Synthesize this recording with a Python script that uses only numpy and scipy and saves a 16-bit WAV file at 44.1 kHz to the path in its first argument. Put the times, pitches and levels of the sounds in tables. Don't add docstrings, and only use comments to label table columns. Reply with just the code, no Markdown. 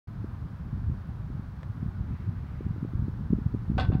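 import sys
import numpy as np
from scipy import signal
from scipy.fft import rfft, irfft
from scipy.io import wavfile
from scipy.ndimage import uniform_filter1d

SR = 44100
rng = np.random.default_rng(int(sys.argv[2]) if len(sys.argv) > 2 else 0)


def unload_audio(sound):
    columns = np.transpose(np.atleast_2d(sound))
    steps = np.round(np.clip(columns, -1, 1) * 32767)
    wavfile.write(sys.argv[1], SR, steps.astype(np.int16))


N = 176400

# f/Hz, relative density/dB
RUMBLE_SPECTRUM = [(15, -37.5), (28, -9.5), (62, 2), (120, 1), (200, -8), (290, -18), (420, -29),
                   (700, -46.5), (2000, -83.5)]
# t/s, level/dB
WIND_LEVELS = [(.1, -40), (.36, -36), (.62, -38), (.74, -34), (.8, -35), (.88, -32.5), (1.0, -37.5),
               (1.33, -36), (1.55, -40), (1.8, -36), (2.15, -33.5), (2.28, -34), (2.45, -36.5), (3.0, -32),
               (3.35, -30), (3.62, -34), (3.95, -28)]
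# t/s, relative level/dB, centre f/Hz
EDDY_THUMPS = [(0.245, -23.5, 212), (0.731, -22, 128), (0.741, -24.5, 117), (0.868, -23.5, 81),
               (0.882, -18.5, 81), (0.899, -21, 145), (1.094, -24, 130), (1.303, -30, 197),
               (1.334, -27, 93.5), (1.396, -25, 145), (1.701, -23.5, 95), (1.83, -21, 148),
               (1.863, -24, 121), (2.011, -21.5, 99), (2.292, -22.5, 106), (2.609, -26, 274),
               (2.667, -21.5, 159), (2.71, -20, 109), (2.763, -29.5, 232), (2.782, -26.5, 160),
               (2.83, -19.5, 162), (2.85, -23.5, 235), (2.88, -26.5, 101), (2.936, -25.5, 190),
               (2.955, -19.5, 90), (2.995, -18.5, 88), (3.025, -20.5, 128), (3.041, -23.5, 140),
               (3.083, -21, 202), (3.211, -24.5, 130), (3.306, -16.5, 146), (3.328, -16.5, 173),
               (3.333, -10.5, 203), (3.387, -19.5, 187), (3.419, -22.5, 124), (3.464, -14.5, 111),
               (3.542, -23.5, 206), (3.548, -19.5, 225), (3.701, -14, 144), (3.718, -19, 173),
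               (3.773, -24, 215), (3.89, -13.5, 105.3), (3.902, -20, 255), (3.929, -15, 147),
               (3.953, -14.5, 185), (3.957, -19, 104)]
# f/Hz, relative density/dB
HUSH_SPECTRUM = [(100, -12.5), (550, -1.5), (1000, 1.5), (1500, -1), (2000, -10.5), (2800, -17),
                 (4000, -19), (5300, -23.5), (7500, -32.5), (15500, -32.5)]
# t/s, half width/s, level/dB
HUSH_SWELLS = [(2.166, 0.096, -64), (2.556, 0.24, -66.5)]
# f/Hz, relative density/dB
CHIP_SPECTRUM = [(200, -4), (500, 5), (800, 4), (1700, 1), (2500, -12), (4200, -17), (8500, -31),
                 (10500, -52)]
# t/s, half width/s, f/Hz, level/dB
TONE_SWELL = (1.96, .06, 1453, -66)
# t/s, relative level/dB, hardness as treble gain/dB
BALL_CONTACTS = [(3.7801, 2, -1), (3.7832, -2, 3), (3.7888, 3.5, -12), (3.7958, -7, 5.5),
                 (3.7980, -6.5, 14), (3.8060, -7, 10), (3.8110, -14, 14), (3.8205, -12, 7.5),
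                 (3.8308, -6.5, -1.5), (3.8480, -8, -1), (3.9185, -6.5, -21.5), (3.9215, -16, 1),
                 (3.9355, -19.5, 5), (3.9435, -13, -0.5), (3.9505, -12, -10)]
# f/Hz, relative level/dB, T60/s
STICK_CUP_MODES = [(757, 2.5, .27), (1102, -4, .25), (1521, -4, .28), (853, -10, .22), (894, -10, .22),
                   (1135, -12, .2), (1546, -9, .2), (503, -7, .2), (720, -5, .08), (1390, -12, .22),
                   (1783, -16, .2), (2050, -15, .2), (2640, -22, .14), (2755, -16, .18), (2815, -17, .2),
                   (3385, -18, .12), (3475, -16, .12), (4385, -21, .11)]
# f/Hz, relative density/dB
CONTACT_SPECTRUM = [(250, -17.5), (500, 1), (750, 1), (1050, -1), (1600, -5), (2000, -11), (2350, -13.5),
                    (2700, -8.5), (3150, -20), (3420, -8.5), (3900, -16), (4600, -17.5), (6200, -35.5),
                    (8700, -38.5), (11800, -55), (15000, -75)]

START_S, TOP_HZ = .072, 15750
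FLUTTER_DB, FLUTTER_PER_S = 2.1, 32
EDDY_GAIN_DB, EDDY_WIDTH_CYCLES, EDDY_LOW_HZ = 2, .24, 34.7
HUSH_DB, HUSH_WANDER_DB, SWELL_HZ = -56.5, .25, 2025
CHIP_S, CHIP_GAIN_DB, SCATTER_GAIN_DB, SCATTER_T60_S = 1.6315, -23, -25, .04
RING_GAIN_DB, RING_ATTACK_S, TREBLE_HZ = -40.5, .0006, 2200
CRACK_GAIN_DB, CRACK_T60_S = -30.5, .028
HOLLOW_GAIN_DB, HOLLOW_T60_S, HOLLOW_TOP_HZ = -39.5, .18, 5230
DROP_S, TURF_TOP_HZ = 3.9, 5200


def undb(db):
    return 10 ** (np.asarray(db) / 20)


def spectrum_gain(spectrum, size):
    hz, db = np.array(spectrum, float).T
    bin_hz = np.maximum(np.arange(size // 2 + 1) * SR / size, 1)
    return undb(np.interp(np.log(bin_hz), np.log(hz), db))


def noise(spectrum):
    shaped = irfft(rfft(rng.standard_normal(N)) * spectrum_gain(spectrum, N), N)
    return shaped / shaped.std()


def colour(x, spectrum):
    cepstrum = irfft(np.log(spectrum_gain(spectrum, 2048)))
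    cepstrum[1:1024] *= 2
    cepstrum[1025:] = 0
    response = irfft(np.exp(rfft(cepstrum)))
    return signal.fftconvolve(x, response / np.linalg.norm(response))[:len(x)]


def walk(steps_per_s):
    hold = max(int(SR / steps_per_s), 1)
    steps = rng.standard_normal(1024)[np.arange(N) // hold % 1024]
    smooth = uniform_filter1d(uniform_filter1d(steps, hold), hold)
    return smooth / smooth.std()


def fade(age_s, t60_s):
    return (age_s >= 0) * np.exp(-np.log(1000) * np.maximum(age_s, 0) / t60_s)


def wind(t):
    level_db = np.interp(t, *np.array(WIND_LEVELS).T)
    rumble = noise(RUMBLE_SPECTRUM) * undb(level_db + FLUTTER_DB * walk(FLUTTER_PER_S))
    thumps = np.zeros(N)
    for at_s, db, hz in EDDY_THUMPS:
        near = np.abs(t - at_s) < .05
        cycles = (t[near] - at_s) * hz
        swing = np.sin(2 * np.pi * (cycles + rng.random()))
        thumps[near] += undb(db + EDDY_GAIN_DB) * swing / np.cosh(cycles / EDDY_WIDTH_CYCLES)
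    low_cut = signal.butter(2, EDDY_LOW_HZ, "high", fs=SR, output="sos")
    return rumble + signal.sosfilt(low_cut, thumps)


def distant_hush(t):
    hush = noise(HUSH_SPECTRUM) * undb(HUSH_DB + HUSH_WANDER_DB * walk(steps_per_s=13))
    band = noise([(SWELL_HZ / 2, -12), (SWELL_HZ, 0), (SWELL_HZ * 2, -20), (TOP_HZ, -60)])
    swells = sum(undb(db) * np.exp(-((t - at_s) / width_s) ** 2) for at_s, width_s, db in HUSH_SWELLS)
    return hush + band * swells


def chip(t):
    knock = np.zeros(N)
    knock[int(CHIP_S * SR)] = 1
    scatter = undb(SCATTER_GAIN_DB) * rng.standard_normal(N) * fade(t - CHIP_S, SCATTER_T60_S)
    return undb(CHIP_GAIN_DB) * colour(knock + scatter, CHIP_SPECTRUM)


def far_tone(t):
    at_s, width_s, hz, db = TONE_SWELL
    wavering_hz = hz * (1 + .005 * walk(steps_per_s=60))
    phase = 2 * np.pi * np.cumsum(wavering_hz) / SR
    return undb(db) * np.sqrt(2) * np.sin(phase) * np.exp(-((t - at_s) / width_s) ** 2)


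def stick_and_cup_ring(age_s):
    ring = sum(undb(db) * np.sin(2 * np.pi * (hz * age_s + rng.random())) * fade(age_s, t60_s)
               for hz, db, t60_s in STICK_CUP_MODES)
    return undb(RING_GAIN_DB) * ring * np.minimum(age_s / RING_ATTACK_S, 1)


def ball_in_cup(t):
    treble_pass = signal.butter(2, TREBLE_HZ, "high", fs=SR, output="sos")
    hollow_pass = signal.butter(4, HOLLOW_TOP_HZ, fs=SR, output="sos")
    turf_pass = signal.butter(4, TURF_TOP_HZ, fs=SR, output="sos")
    rattle = np.zeros(N)
    for at_s, db, treble_db in BALL_CONTACTS:
        after = t >= at_s
        age_s = t[after] - at_s
        ring = stick_and_cup_ring(age_s)
        white = rng.standard_normal((2, N))[:, after]
        crack = undb(CRACK_GAIN_DB) * white[0] * fade(age_s, CRACK_T60_S)
        hollow = undb(HOLLOW_GAIN_DB) * signal.sosfilt(hollow_pass, white[1] * fade(age_s, HOLLOW_T60_S))
        hit = ring + colour(crack + hollow, CONTACT_SPECTRUM)
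        if at_s > DROP_S:
            hit = signal.sosfilt(turf_pass, hit)
        treble = signal.sosfiltfilt(treble_pass, hit)
        rattle[after] += undb(db) * (hit + (undb(treble_db) - 1) * treble)
    return rattle


def scene():
    t = np.arange(N) / SR
    return (wind(t) + distant_hush(t) + chip(t) + far_tone(t) + ball_in_cup(t))[None]


def record(dry):
    fade_in = np.clip((np.arange(N) / SR - START_S) / .003, 0, 1)
    top_cut = signal.ellip(10, .1, 80, TOP_HZ, fs=SR, output="sos")
    return signal.sosfilt(top_cut, dry * fade_in)


dry = scene()
out = record(dry)
unload_audio(out)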